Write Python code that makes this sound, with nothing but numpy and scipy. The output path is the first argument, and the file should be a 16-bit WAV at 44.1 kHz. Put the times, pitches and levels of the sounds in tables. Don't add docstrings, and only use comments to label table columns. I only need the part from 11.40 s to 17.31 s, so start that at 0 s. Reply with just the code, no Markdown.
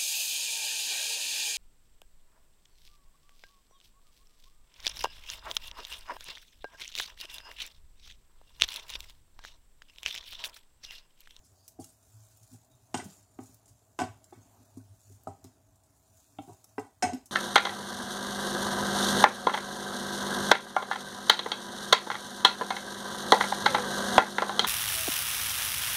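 import sys
import numpy as np
from scipy import signal
from scipy.fft import rfft, irfft, next_fast_len
from scipy.io import wavfile
from scipy.ndimage import uniform_filter1d

SR = 44100
rng = np.random.default_rng(int(sys.argv[2]) if len(sys.argv) > 2 else 0)


def convert_level_to_amplitude(level_db):
    exponent = np.asarray(level_db, float) / 20
    return 10 ** exponent


def unload_audio(sound):
    columns = np.transpose(np.atleast_2d(sound))
    steps = np.round(np.clip(columns, -1, 1) * 32767)
    wavfile.write(sys.argv[1], SR, steps.astype(np.int16))


N = 260631
STEADY_TOP_HZ = 15830


def unit(x):
    return x / np.sqrt(np.mean(x ** 2) + 1e-20)


def along(points, hz):
    f, v = np.transpose(points)
    return np.interp(np.log(hz + 1), np.log(f + 1), v)


def curves(rows):
    s, *cols = np.transpose(rows)
    return [np.interp(np.arange(N) / SR, s, c) for c in cols]


def arches(rows):
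    t = np.arange(0, N, 64) / SR
    rise_db = sum(db * np.sin(np.pi * np.clip((t - s) / length, 0, 1)) for s, length, db in rows)
    return np.interp(np.arange(N) / SR, t, rise_db)


def filtered(x, response):
    m = next_fast_len(len(x) + SR // 8)
    return irfft(rfft(x, m) * response(np.fft.rfftfreq(m, 1 / SR)), m)[:len(x)]


def band(x, lo_hz, hi_hz):
    sos = signal.butter(2, [lo_hz, min(hi_hz, SR / 2 - 100)], "band", fs=SR, output="sos")
    return signal.sosfilt(sos, x)


def modes(table, lag=np.pi):
    def response(f):
        total = 0
        for k, (hz, width, db) in enumerate(table):
            start = 1j * f * np.cos(k * lag) + hz * np.sin(k * lag)
            total = total + convert_level_to_amplitude(db) * width * start / (hz * hz - f * f + 1j * f * width)
        return total
    return response


def patchy(depth_db):
    z = signal.stft(rng.standard_normal(N), nperseg=512)[2]
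    field = uniform_filter1d(rng.standard_normal(z.shape), 6, 0)
    field = uniform_filter1d(field, 10, 1)
    return signal.istft(z * convert_level_to_amplitude(depth_db * unit(field - field.mean())), nperseg=512)[1][:N]


def bursts(times, db, t60, tail_db, lumpy_db, bodies=None):
    out, t = np.zeros(N + SR), np.arange(SR // 4) / SR
    grain = 90
    for k, (s, level, life) in enumerate(zip(times, db, t60)):
        luck = rng.standard_normal(len(t) // grain + 1)
        lumps = 0.78 * luck + 1.33 * uniform_filter1d(luck, size=5)
        lumps = np.repeat(lumps, grain)[:len(t)]
        fade_db = -60 * t / max(life, .005)
        push = convert_level_to_amplitude(tail_db + lumpy_db * lumps + fade_db) * rng.standard_normal(len(t))
        push[0] += 1
        sound = filtered(push, bodies[k]) if bodies else push
        out[round(s * SR):][:len(t)] += convert_level_to_amplitude(level) * sound
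    return out[:N]


def sizzle():
    # time in seconds, frying strength in dB
    strength = [(0.0, -78.5), (0.3, -74), (0.37, -86), (0.47, -77), (0.85, -69.5), (1.17, -72),
                (1.29, -78.5), (1.55, -75), (1.71, -62), (1.86, -76), (2.55, -78), (3.01, -73.5),
                (3.45, -75.5), (3.81, -76.5), (4.36, -81), (4.8, -73), (5.15, -73), (5.6, -79)]
    # frequency in Hz, level in dB per Hz
    hiss_colour = [(880, -15), (1500, -6.5), (1960, -17.5), (2140, -16.5), (2560, -6.5), (2770, -12),
                   (3590, -8), (5120, -6.5), (7170, -1), (8000, -6.5), (11800, -14), (15100, -13),
                   (16000, -20)]
    # start in seconds, length in seconds, rise in dB
    swells = [
        (1.964, 0.23, 7),
        (1.096, 0.089, 6),
        (4.99, 0.2, 4.5),
        (3.537, 0.32, 5),
        (4.72, 0.15, 3),
        (0.38, 0.18, 6.5),
    ]
    fry_db, = curves(strength)
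    top_db = fry_db.mean() - 1.0 + 0.71 * (fry_db - fry_db.mean())
    crackle_db = 3.5 * np.minimum(rng.exponential(size=N), 2.5)
    crackle = (rng.random(N) < 1200 / SR) * rng.standard_normal(N) * convert_level_to_amplitude(crackle_db)
    hiss = patchy(2.6) + 0.57 * unit(crackle)
    clumps = rng.standard_normal(N // 100)
    flutter_db = 1.4 * np.interp(np.arange(N) / SR * 250, np.arange(N // 100), clumps)
    top = lambda hz: 1 / (1 + (9500 / (hz + 1)) ** 8)
    colour = lambda hz: convert_level_to_amplitude(along(hiss_colour, hz)) * (hz < STEADY_TOP_HZ)
    body = filtered(hiss, lambda hz: colour(hz) * np.sqrt(1 - top(hz)))
    air = filtered(hiss, lambda hz: colour(hz) * np.sqrt(top(hz)))
    mix = convert_level_to_amplitude(fry_db - 0.5) * unit(body) + convert_level_to_amplitude(top_db) * unit(air)
    return convert_level_to_amplitude(arches(swells) + flutter_db) * mix


def fan():
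    # frequency in Hz, level in dB per Hz
    air_colour = [(12, -34), (20, -47), (27, -38), (48, -8.5), (102, -5), (168, -16), (247, -14.5),
                  (290, -10.5), (310, -21.5), (389, -17.5), (523, -26), (627, -14.5), (1380, -28.5),
                  (2500, -37.5), (4500, -36), (5850, -53.5), (9900, -120)]
    # start in seconds, length in seconds, rise in dB
    slides = [
        (1.45, 0.4, 8.5),
        (2.55, 0.92, 5.5),
        (3.7, 0.53, 2.5),
        (5.0, 0.93, 0.5),
    ]
    air = convert_level_to_amplitude(-68.5) * unit(filtered(patchy(2.0), lambda hz: convert_level_to_amplitude(along(air_colour, hz))))
    bass = filtered(air, lambda hz: 1 / (1 + (hz / 170) ** 6))
    whine = convert_level_to_amplitude(-80) * unit(filtered(rng.standard_normal(N), modes([(646.8, 12, 0)])))
    return bass + whine + convert_level_to_amplitude(arches(slides) - 0.4) * (air - bass)


def hob():
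    # time in seconds, peak in dB, length in seconds, pitch in Hz
    pushes = [(0.195, -73, 0.069, 95.15), (0.422, -50, 0.036, 98.5), (0.795, -55, 0.1, 108.1),
              (0.936, -59.5, 0.025, 107.9), (1.037, -54.5, .035, 109.3), (1.152, -55, 0.038, 108.8),
              (1.349, -64, 0.027, 121.6), (1.45, -72, 0.029, 120), (1.566, -46, 0.033, 113.6),
              (1.636, -46, 0.046, 96.7), (2.024, -51, 0.041, 106.6), (2.162, -66, 0.047, 110.6),
              (2.32, -66, 0.032, 107.9), (2.638, -47, 0.043, 98.6), (2.7, -47.5, .03, 105),
              (3.002, -53, 0.049, 106), (3.18, -65.5, .1, 101.8), (3.408, -54, 0.098, 101.8),
              (3.506, -55.5, 0.067, 100.5), (3.723, -52.5, 0.066, 99.9), (3.906, -47.5, 0.043, 97.8),
              (4.063, -50, 0.048, 97.2), (4.775, -68, 0.018, 101), (5.013, -54, .035, 105),
              (5.117, -50, 0.032, 108.2), (5.406, -55, 0.051, 105.5), (5.685, -44, 0.07, 93.5)]
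    # frequency in Hz, width in Hz, level in dB
    top_modes = [(93.6, 29, 0), (117.5, 35, -1)]
    t = np.arange(0, N, 64) / SR
    level = convert_level_to_amplitude(-71)
    for s, db, length, hz in pushes:
        level = level + convert_level_to_amplitude(db) * np.exp(-((t - s) / length * 1.58) ** 2)
    level = np.interp(np.arange(N) / SR, t, level)
    pitch_hz = curves(pushes)[-1]
    tone = np.sqrt(2) * np.sin(2 * np.pi * np.cumsum(pitch_hz) / SR)
    rough = unit(filtered(rng.standard_normal(N), lambda f: modes(top_modes)(f) ** 2))
    return convert_level_to_amplitude(-2.0) * level * (tone + 0.56 * rough)


def squeaks():
    # start in seconds, centre in Hz, width in Hz, level in dB, length in seconds
    rubs = [(1.295, 3730, 200, -77.5, 0.073), (3.4, 1500, 89, -70, 0.025), (0.396, 4620, 200, -66, .03),
            (0.399, 8500, 250, -57, 0.017), (0.398, 10800, 300, -62, 0.023), (0.402, 7100, 500, -63, 0.028),
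            (0.445, 8000, 260, -66, 0.027), (0.482, 8600, 250, -64, .028), (0.13, 4800, 800, -75, 0.17),
            (0.024, 5400, 1500, -72, 0.064), (0.42, 3250, 170, -74, 0.032)]
    out = np.zeros(N)
    for s, hz, width_hz, db, length in rubs:
        span = slice(max(round(s * SR) - 2000, 0), round(s * SR) + SR // 4)
        u = (np.arange(N)[span] / SR - s) / length
        rub = unit(band(rng.standard_normal(N)[span], hz - width_hz / 2, hz + width_hz / 2))
        out[span] += convert_level_to_amplitude(db) * np.sin(np.pi * np.clip(u, 0, 1)) * rub
    return out


def spits():
    # time in seconds, peak in dB, top band relative to it in dB, t60 in seconds
    drops = [(0.0463, -58, -14, 0.14), (0.064, -59, -13, 0.05), (0.168, -71, -14, 0.037),
             (0.2433, -64, -19, 0.09), (0.279, -41, -5.5, 0.046), (0.3214, -57.5, -1, 0.028),
             (0.398, -52, -8, 0.33), (0.413, -52.5, -12, 0.33), (0.4426, -41.5, -10, 0.042),
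             (0.489, -60, -10, 0.14), (0.6277, -57, -25, 0.046), (0.8247, -61, -14, 0.075),
             (0.8504, -58, -14, 0.039), (1.03, -51.5, -16, 0.084), (1.075, -55.5, -5, 0.052),
             (1.1275, -60, -6, 0.069), (1.1466, -64, -13, 0.049), (1.3147, -59, -11, 0.068),
             (1.6413, -46.5, -4, 0.12), (1.827, -57, -18, 0.088), (2.005, -55.5, -18, 0.2),
             (2.033, -54, -28, 0.072), (2.0583, -50.5, -17, 0.074), (2.144, -52, 1, 0.034),
             (2.257, -55, -15, 0.093), (2.279, -50.5, -15, 0.12), (2.842, -48, -9, 0.044),
             (3.371, -57.5, -10, 0.16), (3.7218, -56, -13, 0.17), (3.8352, -60, 3, 0.025),
             (4.042, -49, -1, 0.053), (4.4355, -60, -20, 0.13), (5.1322, -54, -14, 0.061),
             (5.242, -43, -5, 0.034), (5.8577, -44.5, -6, 0.058)]
    # time in seconds, peak in dB
    faint_ticks = [(0.6664, -62), (0.9707, -55.5), (1.2465, -62), (1.3513, -61), (2.9078, -57),
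                   (3.253, -59), (3.6324, -64), (3.8818, -53), (4.3571, -60), (4.5043, -64), (4.571, -64),
                   (4.77, -59), (4.87, -71), (5.395, -48.5), (5.68, -54), (5.745, -47)]
    s, db, top, t60 = np.transpose(drops + [row + (-5, 0.044) for row in faint_ticks])
    scatter_hz = 350 * rng.standard_normal(len(s))
    ring_hz = 7140 - 52 * (db - db.mean()) + scatter_hz
    fizz = np.zeros(N)
    for lo, hi, gain_db in [(2000, 11000, -17), (5230, 10300, -2.5), (9050, 17500, top - 2.4)]:
        fizz += band(bursts(s, db + gain_db, t60, -0.79, 2.4), lo, hi)
    rings = [modes([(hz, 300, 0)]) for hz in ring_hz]
    return fizz + bursts(s, db + 7.0, t60, -4.5, 1.7, rings)


def struck(body, tilts_db, soft_hz, scatter_db, lag):
    middle = np.median([hz for hz, width, db in body])

    def contact(tilt):
        moved = []
        for hz, width, db in body:
            shift = 0.012 * rng.normal() * hz / (hz + 2000)
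            level = db + tilt * np.log2(hz / middle) + rng.normal(0, scatter_db)
            moved.append((hz * (1 + shift), width, level))
        ring = modes(moved, lag)
        return lambda f: ring(f) / (1 + 1j * f / soft_hz) ** 3
    return [contact(tilt) for tilt in tilts_db]


def pan():
    # time in seconds, base peak in dB, base tilt in dB/oct,
    # wall relative to base in dB, wall tilt in dB/oct
    knocks = [(0.389, -30.5, 1, -16, -26), (1.126, -51, -16, -17, -3), (1.5425, -24.5, -5.5, 3, 14),
              (1.988, -37.5, 1.5, 3.5, 4), (2.589, -29, 4, 9, 12), (2.925, -51, 14, 8, 3),
              (3.371, -41, -6, -16, 18), (3.715, -60, -14, -7, -1), (3.871, -30, -4, 3.5, 3),
              (4.044, -41, -5, -8.5, 7), (4.987, -36.5, 2, 7, -5.5), (5.076, -42, -15, -6, -7),
              (5.242, -65, 2, 6, 19), (5.38, -35, 0, 12, 1), (5.6245, -29, 4, 3, -6),
              (5.724, -30, -2, -14, -3)]
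    # time in seconds, base peak in dB, base tilt in dB/oct, wall rel. in dB
    rebounds = [(0.4, -45, 5, -1.5), (1.143, -48, -7, -10), (1.551, -31.5, 8.5, -7), (1.59, -34.5, -10, 3),
                (1.623, -39, 1, -14), (1.66, -40.5, -16, -33), (2.092, -54, -10, -14),
                (2.595, -35, -5, 10.5), (2.601, -34.5, 9, 8.5), (2.609, -35, 4, 9), (2.616, -26.5, -6.5, 2),
                (2.632, -31, 3, 0), (2.974, -47, -8, -14), (5.094, -45.5, 10, 2.5), (5.12, -54, 4, 2),
                (5.63, -31, 3, -2), (5.639, -26.5, -3, -1), (5.646, -30.5, -3, 6), (5.667, -35, 8, 7),
                (5.692, -36, -5, 4), (5.42, -45, 9, 1), (5.445, -51, 11, 2), (5.734, -35, 6, -5)]
    # time in seconds, flank peak in dB, flank tilt in dB/oct,
    # rim relative to flank in dB, rim tilt in dB/oct
    clacks = [(0.3904, -68, -9, -2, -2), (1.5425, -23, 2, -4, 6), (1.5519, -28, -6.5, -8, 5),
              (1.574, -38, 1, -0.5, 12), (1.6, -34.5, -6, -4, 7), (1.989, -41.5, -5, -21.5, 1.5),
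              (2.5898, -26, -2, -2.5, -15), (2.6, -31, -6, -6, 1), (2.6162, -31.5, 1, -4.5, 5),
              (2.6085, -38, 7, -5, 3), (2.622, -40, 0, -6, 0), (2.632, -38, 0, -4.5, 5),
              (2.641, -46, 0, -5, 0), (2.928, -56, -10, 1.5, 8), (3.8707, -55, -1, 1.5, 12),
              (4.0418, -58, 0, 5, -5), (4.9858, -35, 15, -9.5, 6), (5.083, -60.5, -8, 2, 1),
              (5.3811, -31.5, -7, -11, 14), (5.3948, -59, 15, 5.5, 23), (5.6241, -19.5, -3, -2.5, -2),
              (5.631, -29, -3, -5.5, -6), (5.6406, -27, 4, -11, -2), (5.6634, -41, 11, -1.5, -1.5),
              (5.7333, -39, 0.5, -3, -9)]
    # frequency in Hz, width in Hz, level in dB
    base_modes = [(159.3, 12, -1.5), (196.5, 8, -21), (258, 21.3, 7.5), (331, 76, -6.5), (399, 32, -1),
                  (443, 37, -3)]
    wall_modes = [(636, 33, -4.5), (720, 62, 3), (790, 29, 0), (850, 47, -3), (962, 72, -4),
                  (1117, 38.7, -7), (1262, 36, -12.5)]
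    flank_modes = [(1500, 73, 0.5), (1960, 91, -2.5), (2236, 33, -2), (2760, 173, -1.5), (3167, 78, -5),
                   (3642, 47, -8), (2450, 890, -11.5)]
    rim_modes = [(4145, 90, -15.5), (4600, 100, -16), (5230, 120, -7.5), (5820, 48, -12), (5980, 49, -15),
                 (6390, 98, -6), (6820, 140, -5), (7600, 57, -4), (7700, 70, -3.5), (8170, 91, 2.5),
                 (8530, 80, 2.5), (9070, 59, 0), (7190, 3240, -4.5)]
    bounced = [row + (1.1,) for row in rebounds]
    s, db, base_tilt, wall, wall_tilt = np.transpose(knocks + bounced)
    t60 = [0.09] * len(knocks) + [0.1] * len(rebounds)
    base = struck(base_modes, base_tilt, soft_hz=658, scatter_db=1.0, lag=1.44)
    low = bursts(s, db + 39, t60, -31.0, 2.1, base)
    side = struck(wall_modes, wall_tilt, soft_hz=1620, scatter_db=1.5, lag=1.48)
    low += bursts(s, db + wall + 35.0, t60, -28.0, 1.9, side)
    s, db, flank_tilt, rim, rim_tilt = np.transpose(clacks)
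    t60 = 0.19 + 0.0233 * rim
    flank = struck(flank_modes, flank_tilt, soft_hz=5500, scatter_db=1.5, lag=np.pi)
    high = bursts(s, db + 27.5, t60, -25.5, 3.6, flank)
    edge = struck(rim_modes, rim_tilt, soft_hz=8200, scatter_db=2.0, lag=np.pi)
    high += bursts(s, db + rim + 19.0, t60, -14, 3.3, edge)
    echo = lambda f: 1 - 0.37 * modes([(520, 150, 0)])(f)
    small = lambda f: (1j * f / (120 + 1j * f)) ** 2
    return filtered(low + high, lambda f: echo(f) * small(f))


def notes():
    # time in seconds, pitch in Hz, peak in dB, t60 in
    # seconds
    bare_notes = [(.389, 342, -32.5, 0.075), (1.543, 2760, -43, 0.042), (1.598, 2000, -34.5, 0.048),
                  (1.65, 198, -43, 0.21), (2.925, 366, -38, 0.047), (3.872, 1257, -29, 0.024),
                  (3.872, 402, -35, 0.1), (4.987, 3470, -44.5, 0.028), (4.987, 290.5, -28.5, 0.072),
                  (5.243, 1290, -59, 0.032), (5.381, 2000, -38.5, 0.054), (5.381, 2737, -45, 0.064),
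                  (5.382, 5230, -50, 0.078), (5.381, 1557, -34.5, 0.039), (5.395, 7600, -51, 0.078),
                  (5.627, 720, -16.5, 0.08), (1.128, 258, -50, 0.1), (4.987, 1350, -41, 0.032),
                  (4.987, 2694, -52, 0.04), (5.243, 5500, -45, 0.015), (5.3824, 425, -25.5, 0.075),
                  (5.636, 258, -27.5, 0.12), (5.7335, 258, -23.5, 0.11), (5.7451, 258, -30, .09),
                  (5.641, 740, -22, .07), (5.66, 720, -33, .2), (1.5436, 252, -33.5, .1),
                  (2.592, 1012, -39, .15), (2.6, 1124, -42, .2), (1.544, 790, -38, 0.073),
                  (2.588, 1500, -36, 0.18), (2.842, 5456, -55, 0.025), (1.989, 258, -42.5, 0.14),
                  (5.648, 6390, -37, 0.097), (5.6245, 5230, -22, 0.035), (5.639, 5230, -32, 0.056),
                  (5.6245, 5820, -24.5, 0.04), (5.638, 2221, -35.5, 0.12), (1.5425, 8200, -33.5, 0.06),
                  (1.5425, 6710, -33, 0.046), (1.575, 1500, -39.5, 0.087), (2.614, 7800, -38, 0.04),
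                  (2.634, 4600, -43, 0.04),
                  (1.112, 258, -56.5, .2), (1.14, 807, -61, .08), (2.927, 3526, -61.5, .06),
                 (2.94, 2223, -65, .15), (2.925, 790, -36.5, 0.043), (3.372, 258, -37, 0.097),
                 (3.873, 258, -41, 0.11), (3.873, 680, -37, .05), (3.7, 393, -53, .07),
                 (4.046, 703, -50, .04), (5.074, 230, -50, .06), (5.078, 377, -52, 0.22),
                 (5.083, 711, -47.5, 0.14), (5.01, 790, -48, 0.14), (5.382, 280, -28, 0.084),
                 (5.381, 2420, -44, 0.042), (2.59, 732, -32, .08), (2.598, 861, -35, .1),
                 (2.61, 258, -34, 0.077), (5.6285, 640, -27, .05), (5.73, 398, -35.5, 0.079),
                 (5.694, 6390, -46, .09), (5.672, 5230, -48, .06), (5.733, 5500, -44, .05),
                 (5.776, 6390, -54, 0.044), (1.5425, 2770, -36, 0.046), (1.5425, 1020, -37, 0.066),
                 (1.59, 790, -42, .08), (1.73, 8300, -56, .06), (.44, 2800, -64, .07),
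                 (.44, 1310, -60, .04), (.39, 810, -48, 0.16), (1.989, 800, -46.5, 0.045),
                 (1.3, 290, -64, .2), (3.2, 255, -55, .15)]
    out, t = np.zeros(N + SR), np.arange(SR // 3) / SR
    for s, hz, db, t60 in bare_notes:
        blur = np.sqrt(2 * np.pi * 0.013 * hz / SR) * hz / (hz + 3000)
        drift = np.cumsum(rng.standard_normal(len(t))) * blur
        tone = np.sin(2 * np.pi * hz * t + drift) * (1 - np.exp(-t / 0.002))
        out[round(s * SR):][:len(t)] += convert_level_to_amplitude(db - 60 * t / t60) * tone
    return out[:N]


def kitchen(x):
    # frequency in Hz, t60 in seconds
    room_decay = [(100, 0.15), (700, 0.26), (4000, 0.34), (12000, 0.26)]
    out, hop = np.zeros(N + 2 * SR), SR // 4
    for start in range(0, N, hop):
        hz, t, z = signal.stft(rng.standard_normal(SR // 2), SR, nperseg=256)
        fade = convert_level_to_amplitude(-60 * t / along(room_decay, hz)[:, None])
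        tail = signal.istft(z * fade, SR, nperseg=256)[1]
        wet = signal.fftconvolve(x[start:start + hop], tail / np.linalg.norm(tail))
        out[start + 200:][:len(wet)] += wet
    return out[:N]


def scene():
    wood, oil, bare = pan() + squeaks(), spits(), notes()
    dull_notes = filtered(bare, lambda hz: 0.67 / (1 + hz / 2500))
    room = convert_level_to_amplitude(-7.5) * kitchen(wood + oil + dull_notes)
    lasting = filtered(wood + bare + 0.64 * oil + room, lambda hz: hz < STEADY_TOP_HZ)
    return (lasting + 0.53 * oil + sizzle() + hob() + fan())[None]


def gappy_treble(x):
    # frequency in Hz, rarity in spreads
    gap_rarity = [(1500, 4), (2000, 1.7), (3100, 1.1), (4300, 1.3), (5200, 2.6), (12000, 3.2), (14500, 2.2)]
    hz, t, z = signal.stft(x, SR, nperseg=2048, noverlap=1536)
    level = uniform_filter1d(np.abs(z) ** 2, size=9, axis=0)
    luck = uniform_filter1d(rng.standard_normal((len(hz) // 9 + 1, len(t))), size=7, axis=1)
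    empty = np.repeat(unit(luck), 9, axis=0)[:len(hz)] > along(gap_rarity, hz)[:, None]
    quiet = level < 5 * np.median(level, axis=1)[:, None]
    total = level.sum(axis=0)
    loud = (total > convert_level_to_amplitude(44) * np.median(total)) & (hz[:, None] > 14300)
    gain = np.where(empty & quiet | loud, .02, 1)
    return signal.istft(z * gain, SR, nperseg=2048, noverlap=1536)[1][:N]


def top_cut(x):
    return signal.sosfilt(signal.butter(12, 16430, fs=SR, output="sos"), x)


def record(dry):
    mix = filtered(gappy_treble(dry[0]), lambda hz: np.clip((16430 - hz) / 300, 0, 1))
    return top_cut(mix[None])


dry = scene()
out = record(dry)
unload_audio(out)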